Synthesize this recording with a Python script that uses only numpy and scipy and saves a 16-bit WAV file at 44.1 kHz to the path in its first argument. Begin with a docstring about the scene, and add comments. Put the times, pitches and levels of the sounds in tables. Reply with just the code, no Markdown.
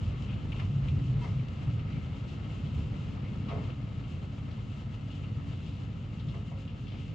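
"""Distant thunder rolls and slowly fades over heavy rain on a residential street, heard from under a porch. It
is a crowd of random impulses, filtered into four bands that swell in peals, with sine booms on top. The rain is
filtered impulses: a far wash, a patter of drops, splashes of run-off and of wet knocks, fat drips and tiny
ticks. Dull knocks (noisy rattle, decaying modes) and a short squeak (wavering sines) sound nearby; a faint tone
comes up late. Porch resonances colour thunder, rain and splashes; impacts of water and knocks echo briefly."""
import sys
import numpy as np
from scipy import signal
from scipy.fft import rfft, irfft
from scipy.io import wavfile
from scipy.ndimage import uniform_filter1d

SR = 44100
rng = np.random.default_rng(int(sys.argv[2]) if len(sys.argv) > 2 else 0)


def log_audio(samples):
    """Write samples as a 16-bit WAV file to the path given in sys.argv[1]."""
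    # one column per channel
    frames = np.atleast_2d(samples).T
    # limit to full scale, then quantise
    limited = np.clip(frames, -1, 1)
    pcm = np.round(limited * 32767).astype(np.int16)
    wavfile.write(sys.argv[1], SR, pcm)


N = 314918
TIME = np.arange(N) / SR  # s
FREQ = np.maximum(np.arange(N // 2 + 1) * SR / N, 1)  # Hz, kept above 0 for logarithms


def undb(db):
    """Level definition: decibels to amplitude gain."""
    return 10 ** (np.asarray(db) / 20)


def unit(x):
    """Power normalisation: scale to rms 1."""
    return x / np.sqrt(np.mean(x ** 2))


def spectrum(points):
    """Spectral interpolation: join (f/Hz, value) points on a log-frequency axis."""
    hz, value = np.transpose(points)
    return np.interp(np.log(FREQ), np.log(hz), value)


def bell(centre_hz, spread):
    """Band emphasis: a broad hump in dB, 6 dB down `spread` octaves from its centre."""
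    octaves = np.log2(FREQ / centre_hz)
    return -20 * np.log10(1 + (octaves / spread) ** 2)


def colour(x, db):
    """Linear filtering: apply a gain in dB at every frequency, then scale to rms 1."""
    return unit(irfft(rfft(x) * undb(db), N))


def walk(rate):
    """Low-pass noise: a smooth random curve with spread 1; `rate` in Hz sets its quickness."""
    lowpass = np.exp(-(FREQ / rate) ** 2)
    return unit(irfft(rfft(rng.standard_normal(N)) * lowpass, N))


def impacts(rate, scatter_db):
    """Shot noise: two unrelated streams of `rate` impulses per s, sizes scattered exponentially in dB."""
    hit = rng.random((2, N)) < rate / SR
    size = undb(scatter_db * np.minimum(rng.exponential(size=(2, N)), 5))
    sign = rng.choice([-1, 1], (2, N))
    return unit(hit * size * sign)


def echo(x, t60, wet_db):
    """Diffuse reverberation: each impact trails its own noise, whose level falls 60 dB in t60 s."""
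    keep = np.exp(-2 * np.log(1000) / (t60 * SR))
    energy = signal.lfilter([1 - keep], [1, -keep], x ** 2)
    reflections = np.sqrt(energy) * rng.standard_normal(x.shape)
    return unit(x + undb(wet_db) * reflections)


def swell(s, rise, decay):
    """Transient envelope: a Gaussian climb to 1 at s, then exponential decay (1/e times, s)."""
    t = TIME - s
    return np.exp(-np.minimum(np.where(t < 0, (t / rise) ** 2, t / decay), 50))


def burst(source, s, rise, decay):
    """Energy scaling: shape a sound by a swell and give it the energy of rms-1 noise so shaped."""
    shape = swell(s, rise, decay)
    return unit(source * shape) * np.sqrt(np.mean(shape ** 2))


# resonances of the porch: f/Hz, full width at half the lift/Hz, lift/dB
PORCH_MODES = [(112, 22, 1.5), (132, 13, 4), (277.5, 13, 10.5), (428, 7.7, 6), (502, 30, 3.5),
               (1283, 70, 5.5), (2103, 120, 4), (2860, 110, 1)]


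def porch_resonances():
    """Resonance: the porch lifts the sound around each of its modes; result in dB."""
    return sum(db / (1 + (2 * (FREQ - hz) / width) ** 2) for hz, width, db in PORCH_MODES)


# long rumble, one row each for sub-bass, deep part, body and growl: level at start/dB, fade/(dB/s)
RUMBLE_FADES = [(-44, 0.59), (-40.5, 0.27), (-42.5, 0.38), (-45.5, 0.31)]
# peals out of the rumble: crest t/s, sub-bass level/dB, deep level/dB, body level/dB, growl level/dB, rise/s
PEAL_SWELLS = [(0.069, -36, -41.5, -40, -52.5, 0.069), (0.3, -44, -53, -41.5, -46.5, 0.097),
               (0.5, -42.5, -47.5, -44, -53.5, 0.09), (0.65, -53, -30, -39, -45, 0.032),
               (0.76, -47.5, -37.5, -36, -50, 0.098), (0.87, -32.5, -43, -39, -47.5, 0.04),
               (0.98, -42.5, -34.5, -38, -43.5, 0.11), (1.17, -40.5, -42.5, -33, -48.5, 0.091),
               (1.32, -49, -34.5, -37.5, -57, 0.072), (1.70, -46.5, -35.5, -36, -56.5, 0.08),
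               (1.95, -47, -47, -35, -44, 0.039), (2.82, -45, -46, -40, -47, 0.35),
               (3.42, -54, -44, -41.5, -43.5, 0.22), (3.6, -51, -36.5, -43, -49, 0.05),
               (5.4, -54.5, -42.5, -45.5, -54, 0.29), (6.28, -44, -52.5, -38, -48, 0.09)]
PEAL_TAIL = 1.55  # a peal's decay time over its rise time


def rolling():
    """Incoherent addition: peals add their power to the fading rumble; gives four band levels."""
    power = np.array([undb(db - fade * TIME) ** 2 for db, fade in RUMBLE_FADES])
    for s, sub_db, deep_db, body_db, growl_db, rise in PEAL_SWELLS:
        crest = undb([[sub_db], [deep_db], [body_db], [growl_db]])
        power = power + (crest * swell(s, rise, PEAL_TAIL * rise)) ** 2
    return np.sqrt(power)


# colour of the thunder, effective within each band: f/Hz, relative density level/dB per Hz
THUNDER_COLOUR = [(20, -32.5), (30, -18.5), (45, -7), (60, -1), (75, -3.5), (100, 7), (122, -0.5), (155, 1),
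                  (180, -7), (225, -11), (250, -18), (285, -21.5), (320, -22.5), (1000, -54)]


def thunder(sub_hz=78, deep_hz=120, growl_hz=185, throb_db=0.7, throb_hz=7):
    """Superposition: waves from all along the lightning channel arrive in a crowd, dulled by distance."""
    sub, deep, body, growl = rolling()
    arrivals = impacts(rate=900, scatter_db=0.35)
    waves = rfft(arrivals) * undb(spectrum(THUNDER_COLOUR) + porch_resonances())
    below_sub, below_deep, below_growl = (1 / (1 + (FREQ / hz) ** 16) for hz in (sub_hz, deep_hz, growl_hz))
    air = 1 / (1 + (FREQ / 1500) ** 4)
    throb = undb(throb_db * walk(throb_hz))
    bands = [
        (below_sub, sub),
        (below_deep - below_sub, deep * throb),
        (below_growl - below_deep, body * throb),
        ((1 - below_growl) * air, growl),
    ]
    out = 0
    for share, level in bands:
        band = irfft(waves * share, N)
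        # even out the crowd over 1/7 s, so the peals and the throb give its swells
        power = uniform_filter1d(band[0] ** 2, size=SR // 7)
        out = out + band / np.sqrt(power) * level
    return out


# single booms, before the stereo stage: crest t/s, rms level at crest/dB, f/Hz
BOOM_WAVES = [(0.083, -30.5, 95), (0.747, -28.5, 140), (0.801, -30, 138), (0.924, -26.5, 135),
              (1.02, -27.5, 128), (1.097, -27, 125), (1.159, -32.5, 138), (1.368, -28.5, 130),
              (1.721, -29.5, 118), (2.781, -27.5, 75), (4.117, -33.5, 85)]
BOOM_RISE_S, BOOM_DECAY_S = 0.018, 0.034


def booms():
    """Tone bursts: the strongest pressure waves stand out of the roll as short, round booms."""
    out = np.zeros((2, N))
    turns = rng.random(len(BOOM_WAVES))  # random starting phases
    for (s, db, hz), turn in zip(BOOM_WAVES, turns):
        wave = np.sqrt(2) * np.sin(2 * np.pi * (hz * TIME + turn))
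        out[0] += undb(db) * swell(s, BOOM_RISE_S, BOOM_DECAY_S) * wave
    return out


# colours of the far wash and the near patter: f/Hz, relative density level/dB per Hz
WASH_COLOUR = [(150, -4), (350, 3.5), (600, 4), (850, 0.5), (1150, -1), (1350, 0), (1500, -6), (1900, -4),
               (2400, -7.5), (4000, -13), (6000, -27), (7600, -35.5), (8700, -57.5), (12000, -47),
               (13000, -64.5)]
PATTER_COLOUR = [(1200, -10.5), (1800, -18), (2150, -11.5), (2400, -9.5), (2700, 2.5), (3100, -1.5),
                 (3400, -7), (3900, -10.5), (4600, -13.5), (5700, -18), (6900, -16.5), (7800, -21.5),
                 (8700, -48), (10300, -33), (12000, -39.5), (13000, -59)]
# the wash slackens from a moment on; the patter fades all along
WASH_DB, SLACKENS_S, SLACKEN_DB_PER_S = -52.5, 2.92, 1.1
PATTER_DB, PATTER_FADE_DB_PER_S = -59, 0.32


def rain(drops_db=-17):
    """Shot noise: countless far drops merge into a wash; nearer ones patter in flurries, a few tick."""
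    far_db = WASH_DB - SLACKEN_DB_PER_S * np.maximum(TIME - SLACKENS_S, 0)
    near_db = PATTER_DB - PATTER_FADE_DB_PER_S * TIME
    porch_db = porch_resonances()
    far = echo(impacts(rate=5000, scatter_db=2.0), t60=0.069, wet_db=-6)
    wash = colour(far, spectrum(WASH_COLOUR) + porch_db)
    flurry = undb(0.23 * walk(rate=45) + 1.7 * walk(rate=11))
    small_drops = unit(impacts(rate=5400, scatter_db=0.9) * flurry)
    fat_drops = undb(drops_db) * impacts(rate=33, scatter_db=6.0)
    near = echo(small_drops + fat_drops, t60=0.03, wet_db=-1.5)
    patter = colour(near, spectrum(PATTER_COLOUR) + porch_db)
    return wash * undb(far_db + 1.1 * walk(rate=16.0)) + patter * undb(near_db)


# splashes of water: crest t/s, level at crest/dB, decay/s, centre f/Hz, spread/octaves; most are run-off
# splashing down, while the rows at 0.606 s and 1.244 s are the wet sprays of the knocks there
SPRAYS = [(.305, -53, 0.066, 2780, 0.22), (.565, -54, 0.036, 2690, 0.27), (.606, -57.5, 0.046, 2800, 0.34),
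          (1.244, -60, 0.081, 3300, 1.8), (1.93, -55.5, 0.099, 2200, 0.38), (2.29, -58, 0.037, 3160, 0.71),
          (2.66, -58, 0.048, 3100, 0.28), (3.259, -58, 0.066, 2250, 0.33),
          (3.499, -50.5, 0.045, 2630, 0.44), (3.645, -59.5, 0.031, 2800, 0.49),
          (4.514, -60, 0.021, 3560, 0.52), (5.116, -54, 0.035, 2880, 0.29), (5.53, -57.5, 0.026, 3360, 0.2),
          (5.665, -60, 0.076, 3340, 0.36), (6.20, -55.5, 0.024, 3350, 0.32),
          (6.293, -58.5, 0.035, 3370, 0.3), (6.884, -57, 0.013, 3120, 0.39),
          (6.95, -58.5, 0.18, 2700, 0.45)]
SPLASH_RISE = 0.4  # a splash's rise time over its decay time


def splashes(low_hz=1200, high_hz=6500):
    """Band-limited shot noise: each gush of run-off, or a knock's wet contact, bursts into a spray of droplets
    with little bass."""
    spray = echo(impacts(rate=2800, scatter_db=0.5), t60=0.074, wet_db=-5.5)
    edges = 1 / (1 + (low_hz / FREQ) ** 4) / (1 + (FREQ / high_hz) ** 6)
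    spray = rfft(spray) * undb(porch_resonances()) * edges
    out = 0
    for s, db, decay, centre_hz, spread in SPRAYS:
        splash = unit(irfft(spray * undb(bell(centre_hz, spread)), N))
        out = out + undb(db) * burst(splash, s, SPLASH_RISE * decay, decay)
    return out


# single fat drops close by: crest t/s, level at crest/dB, decay/s, centre f/Hz, spread/octaves
FAT_DRIPS = [(0.521, -42, 0.0071, 2740, 0.15), (0.527, -50, 0.0064, 2200, .15),
             (0.597, -44.5, 0.0087, 2050, 0.56), (0.884, -46.5, 0.015, 2650, 0.38),
             (1.218, -57, .012, 3000, 0.46), (1.396, -49.5, 0.0067, 2350, .27),
             (1.795, -53.5, 0.017, 2730, .27), (1.93, -54, 0.0068, 2730, 0.21),
             (2.443, -52.5, .012, 2700, .27), (2.748, -56, 0.0061, 2840, .27),
             (3.703, -52, 0.013, 2720, 0.25), (4.038, -53.5, 0.013, 2870, 0.23),
             (5.236, -50.5, 0.018, 2730, 0.15), (6.676, -55, 0.043, 2840, .27),
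             (6.87, -53.5, 0.0092, 2860, 0.34), (6.923, -56, 0.0082, 2970, .27)]
DRIP_RISE_S = 0.0005  # shared with the ticks


def drips(low_hz=1000, high_hz=6500):
    """Impact transient: a fat drop bursts at once on a hard surface and its spray soon dies."""
    edges_db = -20 * np.log10((1 + (low_hz / FREQ) ** 4) * (1 + (FREQ / high_hz) ** 4))
    spray = echo(impacts(rate=4700, scatter_db=-1.0), t60=0.05, wet_db=2.0)
    out = 0
    for s, db, decay, centre_hz, spread in FAT_DRIPS:
        drop = colour(spray, bell(centre_hz, spread) + edges_db)
        out = out + undb(db) * burst(drop, s, DRIP_RISE_S, decay)
    return out


# tiny bright ticks of the closest drops: crest t/s, level at crest/dB, decay/s
CLOSE_TICKS = [(.521, -71, .005), (.599, -78, .005), (2.746, -73, .004)]


def ticks(centre_hz=10500, spread=0.64):
    """High-frequency transient: the closest drops land with a thin, sharp snap of filtered noise."""
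    snap = colour(rng.standard_normal((2, N)), bell(centre_hz, spread))
    return sum(undb(db) * burst(snap, s, DRIP_RISE_S, decay) for s, db, decay in CLOSE_TICKS)


# colour of a knock's rattle: f/Hz, relative density level/dB per Hz
RATTLE_COLOUR = [(200, -0.5), (330, 6), (430, 0.5), (560, 1), (700, 2.5), (900, 2), (1100, -0.5),
                 (1320, -2.5), (1450, -13.5), (1900, -4.5), (2100, 2.5), (2400, -13.5), (5000, -20),
                 (9000, -48), (13000, -57)]
# dull knocks: rattle crest t/s, rattle level/dB, ring drive level/dB (before the mode weights), rise/s,
# rattle decay/s, centre f/Hz, spread/octaves
KNOCK_BLOWS = [(.534, -54, -57, 0.0073, .025, 950, .5), (.605, -47, -58, 0.013, 0.036, 1230, 1.2),
               (1.245, -46, -54, 0.011, 0.059, 1000, 1.5), (3.494, -49, -41, 0.012, 0.084, 1310, 0.41),
               (3.526, -44, -33.5, 0.024, 0.095, 510, 0.67), (6.345, -51.5, -54, .007, .018, 1250, 0.8),
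               (6.363, -51.5, -51.5, 0.015, 0.043, 420, 0.9), (6.52, -50, -58, .007, 0.035, 560, 1.4),
               (6.944, -56, -69, 0.015, 0.024, 650, 1.2)]
# modes of the struck body: f/Hz, t60/s, relative level/dB
BODY_MODES = [(424, .38, 0), (463, .22, -5), (533, .3, -18), (680, .36, -1), (707, .27, -7), (1062, .2, -8),
              (1100, .32, -2), (1207, .26, -4), (1280, .25, -7), (2120, .2, -8)]


def knocks():
    """Modal excitation: each soft blow rattles briefly and rings a hollow body, most near its centre."""
    rattle = echo(impacts(rate=2200, scatter_db=0.0), t60=0.085, wet_db=-1.5)
    out = np.zeros((2, N))
    for s, contact_db, blow_db, rise, decay, centre_hz, spread in KNOCK_BLOWS:
        reach_db = bell(centre_hz, spread)
        contact = colour(rattle, reach_db + spectrum(RATTLE_COLOUR))
        out += undb(contact_db) * burst(contact, s, rise, decay)
        t = np.maximum(TIME - s + rise, 0)  # the ring starts one rise time before the crest
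        push = undb(blow_db) * (1 - np.exp(-t / rise))
        for hz, t60, db in BODY_MODES:
            ring = np.exp(-np.log(1000) * t / t60) * np.sin(2 * np.pi * hz * TIME)
            out[0] += undb(db + np.interp(hz, FREQ, reach_db)) * push * ring
    return out


# partials of the squeak: f/Hz, level relative to SQUEAK_DB/dB
SQUEAK_TONES = [(958, 1.5), (1701, -15), (2089, -15), (2605, -14), (3130, -15)]
SQUEAK_S, SQUEAK_DB = 1.221, -48.5  # level before the stereo stage
SQUEAK_RISE_S, SQUEAK_HOLD_S, SQUEAK_DECAY_S = 0.005, 0.02, 0.014


def squeak(waver=0.006):
    """Inharmonic partials: rubbing holds a few tones on a nearly steady pitch for an instant."""
    held = np.clip(TIME, SQUEAK_S, SQUEAK_S + SQUEAK_HOLD_S)  # a crest that lasts for the hold
    level = swell(held, SQUEAK_RISE_S, SQUEAK_DECAY_S)
    clock = np.cumsum(1 + waver * walk(rate=79)) / SR  # time that runs unevenly, so pitch wavers
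    out = np.zeros((2, N))
    for hz, db in SQUEAK_TONES:
        out[0] += np.sqrt(2) * undb(SQUEAK_DB + db) * level * np.sin(2 * np.pi * hz * clock)
    return out


def faint_tone(hz=537, db=-68, start=6.45, fade=0.11):
    """Random modulation: a faint tone fades in late and wavers in pitch and level."""
    phase = 2 * np.pi * np.cumsum(hz + 4 * walk(rate=14)) / SR
    level = undb(db + 4.6 * walk(rate=7.2)) * np.clip((TIME - start) / fade, 0, 1)
    return np.sqrt(2) * level * np.array([np.sin(phase), np.cos(phase)])


# correlation of left and right, limited to +-0.99 in use: f/Hz, correlation
EAR_LIKENESS = [(30, 1), (150, 0.97), (270, 0.91), (330, 0.41), (450, 0.68), (800, 0.29), (1300, 0.28),
                (1600, 0.24), (1950, -0.31), (2200, 1), (2600, 0.71), (4000, 0.66), (7000, 0.55)]
# lean of the whole mix: f/Hz, left minus right level/dB
LEFT_LEAN = [(100, -0.5), (200, 1.5), (300, 3), (420, 0), (800, 0.5), (1300, 3), (2800, 5), (4000, 4),
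             (5300, 5.5), (6500, 0.5)]


def stereo(common, diffuse):
    """Interaural correlation: share common and diffuse spectra between the ears, mostly leaning left."""
    likeness = np.clip(spectrum(EAR_LIKENESS), -.99, .99)
    sides = np.array([[1], [-1]])
    ears = common * np.sqrt((1 + likeness) / 2) + sides * diffuse * np.sqrt((1 - likeness) / 2)
    return irfft(ears * undb(sides * spectrum(LEFT_LEAN) / 2), N)


def scene():
    """Superposition: all sources add; booms, squeak and the knocks' ring have only a common part."""
    storm = thunder() + booms()
    water = rain() + splashes() + drips() + ticks()
    nearby = knocks() + squeak()
    common, diffuse = rfft(storm + water + nearby + faint_tone())
    return stereo(common, diffuse)


def record(dry):
    """Band limitation: a steep elliptic low-pass cuts the top above 15.5 kHz."""
    lowpass = signal.ellip(8, .2, 60, 15500, fs=SR, output="sos")  # order, ripple dB, rejection dB, Hz
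    return signal.sosfilt(lowpass, dry)


dry = scene()
out = record(dry)
log_audio(out)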